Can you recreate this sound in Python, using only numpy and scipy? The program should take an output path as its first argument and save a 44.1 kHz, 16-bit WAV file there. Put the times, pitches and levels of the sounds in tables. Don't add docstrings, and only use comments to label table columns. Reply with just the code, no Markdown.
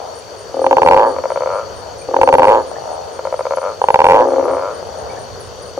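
import sys
import numpy as np
from scipy import signal
from scipy.fft import rfft, irfft, next_fast_len
from scipy.io import wavfile
from scipy.ndimage import uniform_filter1d, map_coordinates

SR = 44100
rng = np.random.default_rng(int(sys.argv[2]) if len(sys.argv) > 2 else 0)


def generate_wav(sig):
    pcm = np.round(np.clip(np.atleast_2d(sig).T, -1, 1) * 32767).astype(np.int16)
    wavfile.write(sys.argv[1], SR, pcm)


N = 255339

# frequency_hz, relative_density_db
CHORUS_SPECTRUM = [(100, -29.5), (230, -20.5), (330, -13), (445, 0), (560, -0.5), (660, -4.5), (830, -10.5),
                   (950, -9), (1180, -12), (1500, -15), (2000, -24.5), (3000, -53)]
INSECT_SPECTRUM = [(1200, -33), (2000, -2.5), (3600, 1.5), (4000, -1.5), (5100, 0), (5700, 2), (6300, 1),
                   (6900, -0.5), (7400, -7), (8300, -9.5), (10300, -14.5), (11200, -16.5), (15500, -23)]
RUMBLE_SPECTRUM = [(12, -55), (25, -32), (50, -10.5), (85, 1), (130, -8), (200, -12.5), (400, -22),
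                   (1000, -85)]
# time_s, level_db
CHORUS_ENVELOPE = [(0, -34.5), (.4, -33), (1.8, -32.5), (2.9, -33.5), (3.6, -32.5), (4.9, -30.5),
                   (5.3, -34), (5.79, -33.5)]
RUMBLE_ENVELOPE = [(0, -46), (1.7, -42), (2.05, -41), (2.8, -43), (3.6, -45.5), (4.8, -42.5), (5.15, -37),
                   (5.79, -39.5)]
TRILL_ENVELOPE = [(0.0, -52), (0.74, -50), (1.03, -46), (1.77, -53), (2.43, -47.5), (2.8, -71), (5.79, -53)]
# frequency_hz, correlation
COHERENCE = [(40, 0.49), (90, 0), (250, 0.39), (550, 0.92), (1200, 0), (2500, 0.48), (5000, 0),
             (8000, 0.43), (14000, 0.78)]
# frequency_hz, t60_s
REED_DECAY = [(200, 0.67), (800, 0.66), (3000, 0.45), (10000, 0.027)]
# pitch_hz, bandwidth_hz, level_db, strokes_per_s, depth_fraction, pan_db
CRICKET_WINGS = [(4414, 76, -55.5, 48, 0.4, 20), (4586, 130, -56.5, 49, 1, 19.5),
                 (4780, 30, -62.5, 16.2, 0.9, 24), (4310, 87, -58, 63, 0.7, 9.5),
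                 (5980, 270, -56, 1.38, 0.4, 14.5), (5540, 10, -62.5, 41, 0, 12),
                 (5720, 14, -59, 49, 0, -6), (5870, 10, -62, 49, .1, 8), (6635, 69, -61, 3.3, 0.7, 10.5),
                 (3053, 170, -57, 140, .3, 3.5)]
# start_s, start_hz, relative_level_db
BAT_CALLS = [(.175, 12260, -45), (2.32, 10470, -33.5), (2.365, 12280, -36), (2.61, 10950, -47),
             (3.545, 12100, -41), (3.91, 12320, -37), (4.438, 12000, -40.5), (4.855, 11800, -49),
             (5.11, 10100, -45), (5.395, 12200, -33.5), (5.612, 10100, -37)]
# start_s, start_hz, rise_fraction, relative_level_db
BUBBLES = [(.215, 2300, .1, -45), (2.008, 2270, .11, -36), (2.752, 1577, .3, -28), (5.091, 2170, .11, -31),
           (5.162, 1614, 0.16, -34)]
# pitch_hz, bandwidth_hz, relative_level_db, tight_extra_db, signed_gain
NEAR_TONES = [(408, 123, -11, -2, -1.1), (529, 76, -0.5, 1.5, 0.98), (786, 115, 2.3, -3, 0.87),
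              (939.6, 128, 5, -0.5, -1.05), (1627, 157, -10.5, 1.5, 0.92), (2250, 230, -22.5, -2, -1.2),
              (3100, 270, -12, -4, 1)]
SECOND_TONES = [(519.3, 52, -3.5, 0, -0.9), (600, 137, 2, -1, 0.68), (966, 103, -10, 1, -1.18),
                (1220, 63, -21, 11.5, 0.98), (1355, 57, -21, 9, -1.03), (1800, 320, -19.5, -1, 0.9),
                (2220, 190, -23.5, 0, -1.3)]
DEEP_TONES = [(268.8, 11.4, -29.5, -3.5, -0.73), (355.3, 8, -28.5, -2.5, 0.92), (416, 51, -17.5, 5, -0.54),
              (530.4, 25.7, -11, -4.5, 0.94), (648, 35, -27, 3, 1), (858, 115, -16.5, -2, -1.14),
              (1182, 67, -26.5, 8.5, 1)]
FAR_TONES = [(513, 102, -22.5, 0, 1), (702, 120, -20.5, 0, -1.25), (922, 120, -23, 0.22, 0.97),
             (1315, 236, -28, 1, -1.08)]
# start_s, strength_db, first_rest_s, last_rest_s, roll_s, roll_fade_db, knocks_per_note
NEAR_PHRASES = [(.6425, 0.96, 0.045, 0.021, 0.15, 19.5, (2, 2, 2, 2, 3, 4)),
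                (2.1421, 1, 0.049, 0.019, 0.15, 18.5, (2, 2, 2, 3, 2, 4)),
                (3.8166, 1.37, .0459, .0137, .125, 13.5, (2, 2, 2, 3, 3, 4))]
SECOND_PHRASES = [(1.1631, -1.14, 0.054, 0.018, .155, 17.4, (2, 2, 2, 2, 3, 2)),
                  (3.1916, -1.7, 0.06, 0.032, .135, 25, (1, 2, 2, 2, 2, 3, 2)),
                  (4.3051, -3.5, .0368, .0174, .12, 11.5, (1, 2, 2, 2, 3, 2, 3))]
DEEP_PHRASES = [(.5428, 3.4, .048, .033, .25, 18, (6, 2, 2, 2, 3)),
                (2.0876, 3.9, .041, .036, .23, 25.5, (7, 2, 2, 3)),
                (4.0163, 3.8, .036, .031, .19, 20, (7, 2, 3, 2, 3)),
                (5.7767, 2.8, .028, .028, .2, 20, (6,))]
FAR_PHRASES = [(-.145, -2.5, .045, .028, 0.13, 16, (1, 2, 2)), (1.83, -7.5, .03, .02, .11, 14, (1,)),
               (2.714, -1.1, 0.051, .0212, .265, 19, (1, 2, 3)),
               (4.827, -4.8, .0424, .0305, .32, 14.5, (1, 2, 2))]
# first_gap_s, last_gap_s, shrink (ratio per note), swell_db, swell_knocks, roll_db,
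# roll_rates (first and last knocks per s), fade_power (higher holds the roll's level longer)
NEAR_RHYTHM = dict(first_gap_s=.023, last_gap_s=.010, shrink=.6, swell_db=5.5, swell_knocks=1, roll_db=-3, roll_rates=(101, 122),
               fade_power=2.9)
SECOND_RHYTHM = dict(first_gap_s=.021, last_gap_s=.012, shrink=.68, swell_db=3.5, swell_knocks=0.56, roll_db=-2.5, roll_rates=(83, 124),
                 fade_power=3)
DEEP_RHYTHM = dict(first_gap_s=.025, last_gap_s=.0143, shrink=.35, swell_db=6.5, swell_knocks=2.6, roll_db=-2.8, roll_rates=(71, 110),
               fade_power=2.43)
FAR_RHYTHM = dict(first_gap_s=.022, last_gap_s=.013, shrink=.7, swell_db=-2.2, swell_knocks=1.2, roll_db=-1, roll_rates=(73, 105),
              fade_power=2.17)

ROLL_TENSION = .35
TIME_S = np.arange(N) / SR


def amp(db):
    return 10 ** (np.asarray(db) / 20)


def unit(x):
    return x / np.sqrt(np.mean(x ** 2) + 1e-20)


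def along(points, hz):
    knots_hz, values = np.transpose(points)
    return np.interp(np.log(hz + 1), np.log(knots_hz + 1), values)


def envelope(rows):
    return np.interp(TIME_S, *np.transpose(rows))


def wobble(knots_per_s):
    knots = rng.standard_normal(int(N * knots_per_s / SR) + 4)
    return map_coordinates(knots, [TIME_S * knots_per_s])


def filtered(x, response):
    size = next_fast_len(N + SR // 2)
    return irfft(rfft(x, size) * response(np.fft.rfftfreq(size, 1 / SR)), size)[..., :N]


def add(track, start_s, sound):
    part = track[max(round(start_s * SR), 0):][:len(sound)]
    part += sound[:len(part)]


def place(x, pan_db, lag_ms=0):
    sides = np.array([[.5], [-.5]])
    gains = amp(sides * pan_db)
    if lag_ms == 0:
        return x * gains
    return filtered(x, lambda hz: gains * np.exp(-2j * np.pi * hz * sides * lag_ms / 1000))


def diffuse_noise(spectrum, patchy_db):
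    def mid_side_gains(hz):
        angle = np.arccos(along(COHERENCE, hz)) / 2
        return amp(along(spectrum, hz)) * [np.cos(angle), np.sin(angle)]

    bins = signal.stft(rng.standard_normal((2, N)), nperseg=512)[2]
    patches = uniform_filter1d(rng.standard_normal(bins.shape[1:]), size=4, axis=0)
    patches = uniform_filter1d(patches, size=10, axis=1)
    noise = signal.istft(bins * amp(patchy_db * unit(patches)), nperseg=512)[1][:, :N]
    mid, side = filtered(noise, mid_side_gains)
    return unit(np.array([mid + side, mid - side]))


def marsh():
    chorus_db = envelope(CHORUS_ENVELOPE) + 1.3 * wobble(13)
    murmur = amp(chorus_db) * diffuse_noise(CHORUS_SPECTRUM, patchy_db=.5)
    hiss = amp(-44) * diffuse_noise(INSECT_SPECTRUM, patchy_db=1.4)
    rumble = amp(envelope(RUMBLE_ENVELOPE)) * diffuse_noise(RUMBLE_SPECTRUM, patchy_db=.5)
    return place(murmur, pan_db=3.5) + place(hiss, pan_db=1.5) + place(rumble, pan_db=-6)


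def reed_echo(x):
    hz, t, bins = signal.stft(rng.standard_normal((2, SR // 2)), SR, nperseg=256)
    decay = amp(-60 * t / along(REED_DECAY, hz)[:, None])
    tail = signal.istft(bins * decay, SR, nperseg=256)[1]
    tail /= np.linalg.norm(tail[0])
    delayed = np.pad(x, (SR // 200, 0))
    return signal.fftconvolve(delayed[None], tail, axes=1)[:, :N]


def wing_resonance(pitch_hz, bandwidth_hz):
    noise = rng.standard_normal(N)
    return unit(filtered(noise, lambda hz: 1 / (1 + (2 * (hz - pitch_hz) / bandwidth_hz) ** 2)))


def stridulation(pitch_hz, bandwidth_hz, level_db, strokes_per_s, depth, pan_db):
    tone = wing_resonance(pitch_hz, bandwidth_hz)
    stroke_phase = 2 * np.pi * (strokes_per_s * TIME_S + rng.random()) + .6 * wobble(3)
    strokes = 1 + depth * np.cos(stroke_phase)
    return place(amp(level_db) * unit(tone * strokes), pan_db)


def close_cricket(pitch_hz=4518, wander_hz=20, strokes_per_s=32.7, depth=.55):
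    wing_cycles = strokes_per_s * TIME_S + .08 * wobble(3)
    strokes = 1 + depth * np.cos(2 * np.pi * wing_cycles)
    tone = np.sin(2 * np.pi * np.cumsum(pitch_hz + wander_hz * wobble(90)) / SR)
    return amp(envelope(TRILL_ENVELOPE) + wobble(44)) * unit(strokes * tone)


def crickets():
    return place(close_cricket(), pan_db=8) + sum(stridulation(*row) for row in CRICKET_WINGS)


def katydid(start_s=.178, period_s=.2293, half_length_s=.027, vary_db=.8, fade_db_per_s=.65):
    gate = np.zeros(N)
    for centre_s in np.arange(start_s, N / SR, period_s):
        strength = amp(vary_db * rng.standard_normal())
        gate += strength * np.exp(-.5 * ((TIME_S - centre_s) / half_length_s) ** 4)
    rasp = wing_resonance(pitch_hz=8980, bandwidth_hz=230)
    chirps = amp(-45.5 - fade_db_per_s * TIME_S) * gate * rasp
    steady = stridulation(9090, bandwidth_hz=70, level_db=-61.5, strokes_per_s=4.7, depth=.43, pan_db=-2.5)
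    return place(chirps, pan_db=-5, lag_ms=.013) + steady


def glides(rows, bend, flutter_db=4):
    whistles = np.zeros(N)
    for start_s, start_hz, end_hz, length_s, level_db in rows:
        progress = np.linspace(0, 1, int(length_s * SR))
        pitch_hz = end_hz + (start_hz - end_hz) * (1 - progress) ** bend
        tone = np.sin(2 * np.pi * np.cumsum(pitch_hz) / SR)
        add(whistles, start_s, amp(level_db) * np.sin(np.pi * progress) ** 2 * tone)
    return whistles * unit(amp(flutter_db * wobble(350)))


def bats(floor_hz=9000, remaining_fraction=.22, length_s=.033):
    rows = [(start_s, hz, floor_hz + remaining_fraction * (hz - floor_hz), length_s, level_db)
            for start_s, hz, level_db in BAT_CALLS]
    return glides(rows, bend=1.7)


def drops(length_s=.024):
    rows = [(start_s, hz, hz * (1 + rise), length_s, level_db) for start_s, hz, rise, level_db in BUBBLES]
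    return glides(rows, bend=1)


def roll(start_s, length_s, level_db, fade_db, rates, fade_power):
    grid = np.linspace(0, 1, SR // 10)
    cycles = np.cumsum(np.interp(grid, [0, 1], rates)) * length_s / len(grid)
    knocks = np.arange(cycles[-1])
    stumble = .04 * rng.standard_normal(64)[:len(knocks)]
    progress = np.interp(knocks + stumble, cycles, grid)
    tension = ROLL_TENSION + (1 - ROLL_TENSION) * np.sqrt(progress)
    return np.transpose([start_s + progress * length_s, level_db - fade_db * progress ** fade_power, tension])


def call(phrase, first_gap_s, last_gap_s, shrink, swell_db, swell_knocks, roll_db, roll_rates, fade_power):
    start_s, strength_db, first_rest_s, last_rest_s, roll_s, fade_db, notes = phrase
    rests_s = np.linspace(first_rest_s, last_rest_s, len(notes))
    knocks = []
    for note, (count, rest_s) in enumerate(zip(notes, rests_s)):
        gap_s = last_gap_s + (first_gap_s - last_gap_s) * shrink ** note
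        tension = ROLL_TENSION * (note / len(notes)) ** 2
        times_s = start_s + gap_s * np.arange(count)
        stumble_s = .04 * gap_s * rng.standard_normal(count) * (times_s > start_s)
        for time_s in times_s + stumble_s:
            level_db = strength_db - swell_db * np.exp(-len(knocks) / swell_knocks)
            knocks.append((time_s, level_db, tension))
        start_s = times_s[-1] + rest_s
    return np.vstack([knocks, roll(start_s, roll_s, strength_db + roll_db, fade_db, roll_rates, fade_power)])


def frog(phrases, rhythm, tones, gain_db, cutoff_hz, tight_rise):
    tone_hz, bandwidth_hz, tone_db, tight_db, signed_gain = np.transpose(tones)[:, :, None]
    t = np.arange(SR // 12) / SR
    decay = np.exp(-np.pi * bandwidth_hz * t)
    snaps = np.vstack([call(phrase, **rhythm) for phrase in phrases])
    snaps = snaps[snaps[:, 0] >= 0]
    detunes = .012 * rng.standard_normal((300, len(tones), 1))
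    scatter_db = .4 * rng.standard_normal(detunes.shape)
    scatter_db += .9 * rng.standard_normal((len(detunes), 1, 1))
    voice = np.zeros(N)
    for (start_s, strength_db, tension), detune, vary_db in zip(snaps, detunes, scatter_db):
        pitch_hz = tone_hz * (1 + tight_rise * tension + detune)
        amplitude = signed_gain * amp(tone_db + strength_db + vary_db + tight_db * tension)
        add(voice, start_s, np.sum(amplitude * decay * np.cos(2 * np.pi * pitch_hz * t), axis=0))
    return amp(gain_db) * filtered(voice, lambda hz: 1 / (1 + (hz / cutoff_hz) ** 4))


def frogs():
    near = frog(NEAR_PHRASES, NEAR_RHYTHM, NEAR_TONES, gain_db=0, cutoff_hz=2410, tight_rise=.013)
    second = frog(SECOND_PHRASES, SECOND_RHYTHM, SECOND_TONES, gain_db=-1.5, cutoff_hz=2700, tight_rise=.012)
    deep = frog(DEEP_PHRASES, DEEP_RHYTHM, DEEP_TONES, gain_db=2.5, cutoff_hz=1910, tight_rise=.0055)
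    far = frog(FAR_PHRASES, FAR_RHYTHM, FAR_TONES, gain_db=3, cutoff_hz=1800, tight_rise=.031)
    direct = place(near, pan_db=-.95, lag_ms=.13) + place(second, pan_db=3, lag_ms=.03)
    direct += place(deep, pan_db=3.5, lag_ms=.01) + place(far, pan_db=8.5, lag_ms=.05)
    return direct + reed_echo(amp(-25) * near + amp(-18.5) * second + amp(-15) * deep + amp(-4.5) * far)


def scene():
    passing = bats() + drops()
    passing = amp(-2) * place(passing, pan_db=2) + amp(-9) * reed_echo(passing)
    return frogs() + crickets() + katydid() + passing + marsh()


def record(dry, band_limit_hz=15750):
    return filtered(np.clip(dry, -1, 1), lambda hz: hz < band_limit_hz)


dry = scene()
out = record(dry)
generate_wav(out)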